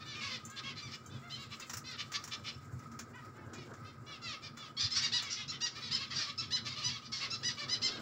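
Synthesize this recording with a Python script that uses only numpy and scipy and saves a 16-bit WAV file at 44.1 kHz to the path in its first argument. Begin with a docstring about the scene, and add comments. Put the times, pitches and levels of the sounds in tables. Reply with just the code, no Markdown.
"""A wood and wire aviary of small finches. Soft nasal calls and harsh rasps come from the back, loud
arched chirps from nearer perches in the second half. Each voice is a harmonic stack plus pulsed breath,
shaped by throat and beak and echoed by the walls. Claws pluck the wire; wings and feet flick mesh and
wood; one bird flies briefly. Beneath lie a low rumble, a faint hiss and a few dull bumps. Almost mono."""
import sys
import numpy as np
from scipy import signal
from scipy.fft import rfft, irfft, next_fast_len
from scipy.io import wavfile
from scipy.ndimage import map_coordinates

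SR = 44100
rng = np.random.default_rng(int(sys.argv[2]) if len(sys.argv) > 2 else 0)


def dump(signal):
    """Clip the signal to [-1, 1] and save it as 16-bit WAV at the path in sys.argv[1]."""
    limited = np.clip(np.atleast_2d(signal).T, -1, 1)
    pcm = np.round(limited * 32767).astype(np.int16)
    wavfile.write(sys.argv[1], SR, pcm)


N = 353241
TOP_HZ = 15750
USUAL_LENGTH_S = 0.08  # of a chirp or call


def amp(db):
    """Decibels to gain."""
    return 10 ** (np.asarray(db) / 20)


def unit(x):
    """Scale to rms 1."""
    return x / np.sqrt(np.mean(x ** 2) + 1e-20)


def along(points, hz):
    """(f/Hz, value) points read on a log axis."""
    f, v = np.transpose(points)
    return np.interp(np.log(hz + 1), np.log(f + 1), v)


def curve(rows):
    """(t/s, value) points as one value per sample."""
    return np.interp(np.arange(N) / SR, *np.transpose(rows))


def wobble(rate_hz, size):
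    """Random knots joined by straight lines."""
    knots = rng.standard_normal(size // 8 + 8)
    return map_coordinates(knots, [np.arange(size) * rate_hz / SR], order=1, mode="wrap")


def coloured(x, spectrum):
    """Filter by (f/Hz, gain/dB) points."""
    size = x.shape[-1]
    m = next_fast_len(size + 2048)
    gain = amp(along(spectrum, np.fft.rfftfreq(m, 1 / SR)))
    return irfft(rfft(x, m) * gain, m)[..., :size]


def noise(spectrum, size):
    """Coloured noise of rms 1."""
    return unit(coloured(rng.standard_normal(size), spectrum))


def add(track, s, sound):
    """Mix a sound into the track at time s."""
    start = max(round(s * SR), 0)
    part = track[start:start + len(sound)]
    part += sound[:len(part)]


# Background spectra: f/Hz, density/dB
RUMBLE_SPECTRUM = [(25, -32.5), (48, -38), (70, -10.5), (100, 2), (135, 3.5), (190, -11.5), (232, 2.5),
                   (270, -12), (450, -19.5), (700, -37), (1000, -19.5), (2500, -57)]
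LOW_AIR_SPECTRUM = [(120, -10), (320, 3.5), (550, -3), (900, -10), (1600, -1.5), (3000, -75.5)]
HISS_SPECTRUM = [(300, -18), (800, -2), (1080, -15), (1260, 21.5), (1480, -13.5), (2000, 1.5), (3000, -16),
                 (5500, -8), (7200, -39), (9000, -23), (13500, -36.5), (15300, -21), (16000, -13)]
RUSTLE_SPECTRUM = [(2000, -29), (5500, 15.5), (7400, 26), (8800, 7.5), (13500, 2.5), (15300, 16.5),
                   (16000, -15)]
# Background envelopes: t/s, level/dB
RUMBLE_ENVELOPE = [(1.0, -55), (2.3, -56), (2.75, -52), (3.2, -54), (4.5, -56.5), (5.8, -54.5),
                   (6.6, -52.5), (7.7, -55.5)]
LOW_AIR_ENVELOPE = [(2.8, -61), (3.6, -58), (3.9, -62), (7, -64.5), (8.01, -53.5)]
RUSTLE_ENVELOPE = [(0.2, -75), (1.0, -74), (1.7, -68), (2.97, -75), (5.42, -81), (8.01, -74)]


def background(hiss_db=-60):
    """Uneven rumble, low air, hollow hiss and a scratchy rustle of feathers and feet."""
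    rumble = amp(curve(RUMBLE_ENVELOPE) + 3.2 * wobble(17, N)) * noise(RUMBLE_SPECTRUM, N)
    low_air = amp(curve(LOW_AIR_ENVELOPE) + 3 * wobble(18, N)) * noise(LOW_AIR_SPECTRUM, N)
    hiss = amp(hiss_db + 3 * wobble(19, N)) * noise(HISS_SPECTRUM, N)
    rustle = amp(curve(RUSTLE_ENVELOPE) + 4.5 * wobble(70, N)) * noise(RUSTLE_SPECTRUM, N)
    return rumble + low_air + hiss + rustle


# Wall echo decay: f/Hz, t60/s
WALL_DECAY = [(500, 0.27), (2000, 0.16), (5000, 0.13), (12000, 0.021)]


def from_perch(sound, wet_db):
    """Direct sound plus near-wall echoes, new for each perch; energy is preserved."""
    hz, t, spectrum = signal.stft(rng.standard_normal(SR // 3), SR, nperseg=256)
    t60_s = np.maximum(along(WALL_DECAY, hz), 0.01)[:, None]
    tail = signal.istft(spectrum * amp(-60 * t / t60_s), SR, nperseg=256)[1]
    path = amp(wet_db) * tail / np.linalg.norm(tail)
    path[0] += 1
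    heard = signal.fftconvolve(sound, path)
    return heard * np.linalg.norm(sound) / np.linalg.norm(heard)


def syrinx(pitch_hz, rough, colour, beak_hz, beak_db, shut, jitter=0.033, flutter=0.0073):
    """Coloured harmonics with a beak resonance; roughness shakes the pitch and adds pulsed breath."""
    def off_beak(hz, width_oct=0.36):
        return 1 - np.exp(-(np.log2(hz / beak_hz) / width_oct) ** 2)

    size, rough = len(pitch_hz), np.clip(rough, 0, 1)
    shake = jitter * rough * wobble(888, size) + flutter * wobble(162.2, size)
    phase = 2 * np.pi * np.cumsum(pitch_hz * (1 + shake)) / SR
    k = np.arange(1, 25)[:, None]
    cut_db = (beak_db - 1.5 * shut) * off_beak(k * np.median(pitch_hz))  # resonance rides on the pitch
    harmonic_db = along(colour, k * pitch_hz) - cut_db + 2 * rng.standard_normal(k.shape)
    strength = amp(harmonic_db) * (k * pitch_hz < TOP_HZ)
    tone = unit(np.sum(strength * np.sin(k * phase + np.pi * rng.random(k.shape)), axis=0))
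    hz = np.geomspace(300, TOP_HZ, 200)
    breath_colour = np.c_[hz, along(colour, hz) - beak_db * off_beak(hz)]
    breath = unit(coloured(rng.standard_normal(size) * (1 + np.cos(phase)), breath_colour))
    breath_share = 0.6 * rough
    return np.sqrt(1 - breath_share) * tone + np.sqrt(breath_share) * breath


def nasal_call(length_s, pitch_hz, glide_oct, rough, colour, beak_hz, bend_oct=0.1238):
    """A low call on a bowed, unsteady pitch; it swells and fades as the beak opens and shuts."""
    u = np.linspace(0, 1, round(length_s * SR))
    octaves = glide_oct * (u - 0.5) - bend_oct * (2 * u - 1) ** 2 + 0.0089 * wobble(59.6, len(u))
    gape = np.abs(np.sin(np.pi * u))
    voice = syrinx(pitch_hz * 2 ** octaves, rough, colour, beak_hz, beak_db=4, shut=1 - gape)
    return gape ** 0.42 * voice


# Nasal voice colour: f/Hz, gain/dB
NASAL_COLOUR = [(500, -19), (950, -14.5), (1250, 0.5), (1550, -10), (2100, 0.5), (3000, -2), (4000, -1),
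                (5200, -2), (6500, -11.5), (7200, -16), (8800, -34), (15000, -43)]
# Contact calls: t/s, length/s, mid pitch/Hz, level/dB, beak resonance/Hz
CONTACT_CALLS = [ (0, 0.037, 620, -50, 4040), (0.053, 0.11, 585, -46, 3730),
                 (0.139, 0.089, 608, -45.5, 2430), (0.206, 0.08, 563, -40, 3120),
                 (0.282, 0.085, 517.5, -40.5, 4230), (0.629, .091, 549, -43, 2920),
                 (1.096, 0.082, 512, -56, 3760), (1.371, 0.084, 564, -49, 3620),
                 (1.606, 0.042, 537, -48, 2500), (1.838, 0.12, 506, -45.5, 4900),
                 (3.541, .1, 488, -54, 2300), (3.843, 0.063, 533, -56, 3880),
                 (4.062, 0.11, 569.6, -49.5, 3200), (4.216, 0.14, 643, -42.5, 3900),
                 (4.419, 0.06, 606, -46.5, 4800), (4.565, 0.12, 569, -50.5, 3070),
                 (5.011, 0.057, 564, -39.5, 2090), (5.191, 0.12, 576.6, -44.5, 2600),
                 (5.359, 0.078, 427.8, -41.5, 3440), (5.518, 0.045, 516, -45.5, 3170),
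                 (5.748, 0.043, 598, -45.5, 4440), (5.804, .1, 493, -43, 3940),
                 (5.982, 0.07, 549, -40.5, 3850), (6.102, 0.038, 665, -39.5, 5240),
                 (6.179, 0.056, 612, -40.5, 4500), (6.26, 0.05, 583, -41, 3820),
                 (6.411, 0.04, 563, -45.5, 4370), (6.681, 0.068, 543, -43.5, 4250),
                 (6.756, 0.075, 615, -41, 3650), (6.893, 0.088, 565, -43.5, 4130),
                 (7.2, 0.064, 547, -37, 4800), (7.569, 0.079, 593.7, -40.5, 4040),
                 (7.892, 0.093, 545, -45, 3400)]


def contact_calls(usual_sag_oct=0.058, usual_rough=0.17, usual_db=-50.5, rough_doubling_db=9):
    """Back perches: short, forced calls rasp more; long ones run out of breath and sag."""
    track = np.zeros(N)
    for s, length_s, pitch_hz, db, beak_hz in CONTACT_CALLS:
        stretch = length_s / USUAL_LENGTH_S
        rough = usual_rough / stretch * 2 ** ((db - usual_db) / rough_doubling_db)
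        glide_oct = -usual_sag_oct * stretch ** 3.7
        call = nasal_call(length_s, pitch_hz, glide_oct, rough, NASAL_COLOUR, beak_hz)
        add(track, s, from_perch(amp(db) * call, wet_db=1))
    return track


def late_echo(birds, t60_s=0.42, gain_db=-14):
    """The chatter lingers faintly under the roof."""
    t = np.arange(SR) / SR
    tail = rng.standard_normal(SR) * amp(-60 * t / t60_s)
    return amp(gain_db) * signal.fftconvolve(birds, tail / np.linalg.norm(tail))[:N]


# Far chatter envelope: t/s, level/dB
FLOCK_ENVELOPE = [(2.0, -66), (2.7, -78), (4.7, -78), (5, -57)]


def far_flock(count=50):
    """The rest of the flock calls at random, blurred by the walls."""
    track = np.zeros(N)
    times_s = (np.arange(count) + rng.random(count)) * N / SR / count
    for s, (long, high, slide, loud) in zip(times_s, rng.standard_normal((count, 4))):
        length_s = 0.071 * np.exp(0.213 * long)
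        pitch_hz = 550 * np.exp(0.13 * high)
        db = np.interp(s, *np.transpose(FLOCK_ENVELOPE)) + loud
        call = nasal_call(length_s, pitch_hz, 0.052 * slide, 0.041, NASAL_COLOUR, beak_hz=3560)
        add(track, s, from_perch(amp(db) * call, wet_db=4.5))
    return track


# Claw plucks: t/s, level/dB
CLAW_PLUCKS = [(0.451, -43.5), (0.499, -48), (1.061, -49)]
# Wire modes: f/Hz, gain/dB
PING_MODES = [(6300, -4.5), (7150, -1.5)]


def claws(t60_s=0.11, attack_s=0.00054):
    """Claws pluck the wire: thin pings with a scratch."""
    track, t = np.zeros(N), np.arange(SR // 12) / SR
    for s, db in CLAW_PLUCKS:
        ring = sum(amp(mode_db) * np.sin(2 * np.pi * hz * rng.normal(1, 0.0091) * t)
                   for hz, mode_db in PING_MODES)
        envelope = amp(db - 60 * t / t60_s) * (1 - np.exp(-t / attack_s))
        add(track, s, envelope * (ring + 0.5 * noise(RUSTLE_SPECTRUM, len(t))))
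    return from_perch(track, wet_db=-16)[:N]


# Calls from the nest pots: t/s, length/s, pitch/Hz, level/dB
POT_CALLS = [(0.456, .18, 546, -55.5), (1.211, 0.1, 705, -54.5), (3.132, 0.059, 504, -51),
             (3.334, 0.12, 440, -60.5)]
# Voice colour inside a pot: f/Hz, gain/dB
POT_COLOUR = [(450, -24), (700, 1), (1250, -2), (2000, -1.5), (3200, -6.5), (9000, -37)]


def nest_calls():
    """Calls muffled by the nest pots, heard mostly as echo."""
    track = np.zeros(N)
    for s, length_s, pitch_hz, db in POT_CALLS:
        call = nasal_call(length_s, pitch_hz, glide_oct=0, rough=0.021, colour=POT_COLOUR, beak_hz=1640)
        add(track, s, from_perch(amp(db) * call, wet_db=19))
    return track


# Scolding rasps: t/s, length/s, level/dB, beak resonance/Hz
SCOLDS = [(0.552, 0.06, -42, 3670), (0.747, 0.077, -45, 4030), (0.901, 0.068, -44.5, 5400),
          (1.5, 0.061, -45, 2900), (1.97, 0.062, -38.5, 2980), (2.13, 0.046, -33.5, 4600),
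          (2.305, 0.056, -38, 3400), (2.431, 0.089, -41, 2900), (6.644, 0.054, -38.5, 5100)]


def rasps(pitch_hz=585.4, rough=0.75, skew=1.35):
    """A scold swells, then breaks off; roughness nearly hides its pitch."""
    track = np.zeros(N)
    for s, length_s, db, beak_hz in SCOLDS:
        u = np.linspace(0, 1, round(length_s * SR))
        gape = np.abs(np.sin(np.pi * u ** skew))
        voice = syrinx(np.full(len(u), pitch_hz), rough, NASAL_COLOUR, beak_hz, beak_db=4.5, shut=1 - gape)
        add(track, s, from_perch(amp(db) * gape * voice, wet_db=-8.5))
    return track


# Bright chirp colour, including the microphone's notch near 6.6 kHz: f/Hz, gain/dB
CHIRP_COLOUR = [(700, -20.5), (1000, -18), (1300, -4), (2000, -4.5), (2500, -6.5), (3000, -2), (4000, 0),
                (5200, 0.5), (6000, -3.5), (6550, -13.5), (7200, -10), (8800, -34), (15000, -45.5)]
# Arched chirps: t/s, length/s, top pitch/Hz, level/dB, roughness/0-1, climb/s, beak resonance/Hz
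ARCHED_CHIRPS = [ (0.817, 0.087, 1174, -47, 0.08, 0.0058, 2350),
                 (1.293, 0.071, 1034, -42, 0.08, 0.036, 2920), (2.537, .028, 1360, -55.5, .2, 0.0098, 5500),
                 (4.766, 0.028, 1110, -36.5, 0.05, 0.012, 3670),
                 (4.786, 0.083, 1194, -31.5, 0.56, 0.014, 4400),
                 (4.902, 0.042, 1048, -34, 0.16, 0.022, 4000),
                 (4.943, .062, 1115, -28.5, 0.7, 0.0236, 5200), (5.008, 0.073, 946, -32, 0.1, 0.022, 4120),
                 (5.115, 0.083, 974.4, -29.5, 0.2, .028, 4200),
                 (5.294, 0.069, 1407, -37, 0.78, 0.018, 5600), (5.477, 0.042, 1366, -35, 0.06, 0.017, 5240),
                 (5.603, 0.078, 968, -32, 0, 0.027, 4800), (5.907, 0.067, 1025, -31, 0.09, 0.026, 4030),
                 (6.134, 0.12, 951, -34.5, 0.77, 0.024, 4900), (6.376, 0.035, 1332, -32.5, 0, 0.016, 4700),
                 (6.502, 0.077, 1011, -30.5, 0, .032, 4200), (6.825, 0.083, 985, -32.5, 0.12, 0.025, 4330),
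                 (7.043, 0.027, 1198, -45.5, 0.7, 0.023, 4660),
                 (7.115, 0.085, 1088, -37.5, 0.5, 0.0097, 5200),
                 (7.3, 0.055, 1343, -33.5, 0.03, 0.022, 4900), (7.426, 0.087, 983.3, -32, 0.02, 0.03, 4400),
                 (7.678, 0.079, 1008, -31.5, 0, 0.045, 4770),
                 (7.814, 0.078, 1042, -30.5, 0.07, 0.026, 4600)]


def chirps(hold_share=0.4, wander_oct=0.0055, edge_drop_db=10, quaver_db=1.3):
    """Near birds: a soft raspy climb, a cleaner held top, a rough tumble as the beak closes."""
    track, t = np.zeros(N), np.arange(SR // 8) / SR
    for s, length_s, top_hz, db, top_rough, climb_s, beak_hz in ARCHED_CHIRPS:
        u = t / length_s
        scoop = np.clip(1 - t / climb_s, 0, 1)
        fall_s = climb_s + hold_share * (length_s - climb_s)
        tumble = np.clip((t - fall_s) / abs(length_s - fall_s), 0, 1)
        sweep = length_s / USUAL_LENGTH_S * np.exp(0.15 * rng.standard_normal())  # brief chirps: flatter
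        drop_oct = sweep * (0.33 * scoop ** 2 + 0.4 * tumble ** 2)
        pitch_hz = top_hz * 2 ** (wander_oct * wobble(76, len(t)) - drop_oct)
        shut = scoop + tumble
        swell = amp(db - edge_drop_db * shut + quaver_db * wobble(139, len(t)))
        gate = np.clip(u * 10, 0, 1) * np.clip((1 - u) * 5 + 1, 0, 1)
        rough = top_rough + 0.6 * scoop ** 2 + 0.9 * tumble
        beak_db = 6.5 * (top_hz / 990) ** 1.43  # high chirps single out one overtone more
        voice = syrinx(pitch_hz, rough, CHIRP_COLOUR, beak_hz, beak_db, shut)
        add(track, s, from_perch(swell * gate * voice, wet_db=-2))
    return track


# Bright tick (with the microphone's 15 kHz resonance) and wooden knock: f/Hz, density/dB
TICK_SPECTRUM = [(3000, -42), (5500, 8), (7300, -3), (8800, -7.5), (13000, -17.5), (15300, -3),
                 (16000, -2.5)]
KNOCK_SPECTRUM = [(100, -8), (700, -6.5), (1280, 6), (1700, 5), (3200, -5.5), (5500, -0.5), (7200, 4),
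                  (9000, -34)]
# Wing and foot strikes: t/s, force on wire/dB, force on wood/dB
STRIKES = [(1.597, -45, -49), (1.695, -41.5, -44.5), (1.733, -38, -44), (1.769, -35, -49.5),
           (2.1177, -46, -45.5), (2.2378, -40, -51), (2.275, -46, -50.5), (2.7905, -58, -64),
           (2.915, -56.5, -61.5), (2.9894, -42, -46), (3.533, -56, -51.5), (3.735, -58.5, -58),
           (4.5704, -52, -53), (5.223, -44.5, -45)]


def flicks(wire_gain_db=-2, wood_gain_db=4.5, wire_t60_s=0.098, wood_t60_s=0.13, attack_s=0.0015):
    """Each brush of a wing or foot ticks the wire and knocks the wood."""
    track, t = np.zeros(N), np.arange(SR // 6) / SR
    onset = 1 - np.exp(-t / attack_s)
    for s, wire_db, wood_db in STRIKES:
        tick = amp(wire_db + wire_gain_db - 60 * t / wire_t60_s) * noise(TICK_SPECTRUM, len(t))
        knock = amp(wood_db + wood_gain_db - 60 * t / wood_t60_s) * noise(KNOCK_SPECTRUM, len(t))
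        add(track, s, from_perch((tick + knock) * onset, wet_db=-10.5))
    return track


# Dull bumps: t/s, level/dB
LOW_BUMPS = [(2.548, -51.5), (2.718, -43), (4.82, -46.5), (6.47, -48), (6.85, -45.5)]
# Bump spectrum: f/Hz, density/dB
BUMP_SPECTRUM = [(40, -48), (85, 14.5), (135, 19), (190, -5.5), (500, -44)]


def bumps(rise_s=0.03):
    """Soft, brief swells of low noise."""
    track, u = np.zeros(N), np.arange(SR // 4) / SR / rise_s
    swell = (u * np.exp(1 - u)) ** 2
    for s, db in LOW_BUMPS:
        add(track, s, amp(db) * swell * noise(BUMP_SPECTRUM, len(u)))
    return track


# Short flights: t/s, length/s, level/dB
SHORT_FLIGHTS = [(3.487, 0.26, -55)]
# Wing puff spectrum: f/Hz, density/dB
WING_SPECTRUM = [(150, -18), (310, 9.5), (600, -6.5), (7000, -23.5), (9000, -41)]


def flights(beat_hz=23):
    """Each wingbeat pushes a soft puff of air."""
    track = np.zeros(N)
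    for s, length_s, db in SHORT_FLIGHTS:
        t = np.arange(round(length_s * SR)) / SR
        beats = 1 + 0.5 * np.sin(2 * np.pi * beat_hz * t)
        swell = np.sin(np.pi * t / length_s) ** 0.5
        add(track, s, amp(db) * beats * swell * noise(WING_SPECTRUM, len(t)))
    return track


def scene():
    """Birds in the centre; only a trace of background differs between the ears."""
    birds = chirps() + contact_calls() + nest_calls() + rasps() + far_flock()
    mid = birds + late_echo(birds) + flicks() + claws() + flights() + bumps() + background()
    side = amp(-89) * noise(RUMBLE_SPECTRUM, N) + amp(-80.5) * noise(HISS_SPECTRUM, N)
    side += amp(-89) * rng.standard_normal(N) + amp(-82) * noise(LOW_AIR_SPECTRUM, N)
    return np.array([mid + side, mid - side])


def record(dry):
    """Brick-wall low-pass at TOP_HZ."""
    m = next_fast_len(N + SR // 4)
    passband = np.fft.rfftfreq(m, 1 / SR) < TOP_HZ
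    return irfft(rfft(dry, m) * passband, m)[..., :N]


dry = scene()
out = record(dry)
dump(out)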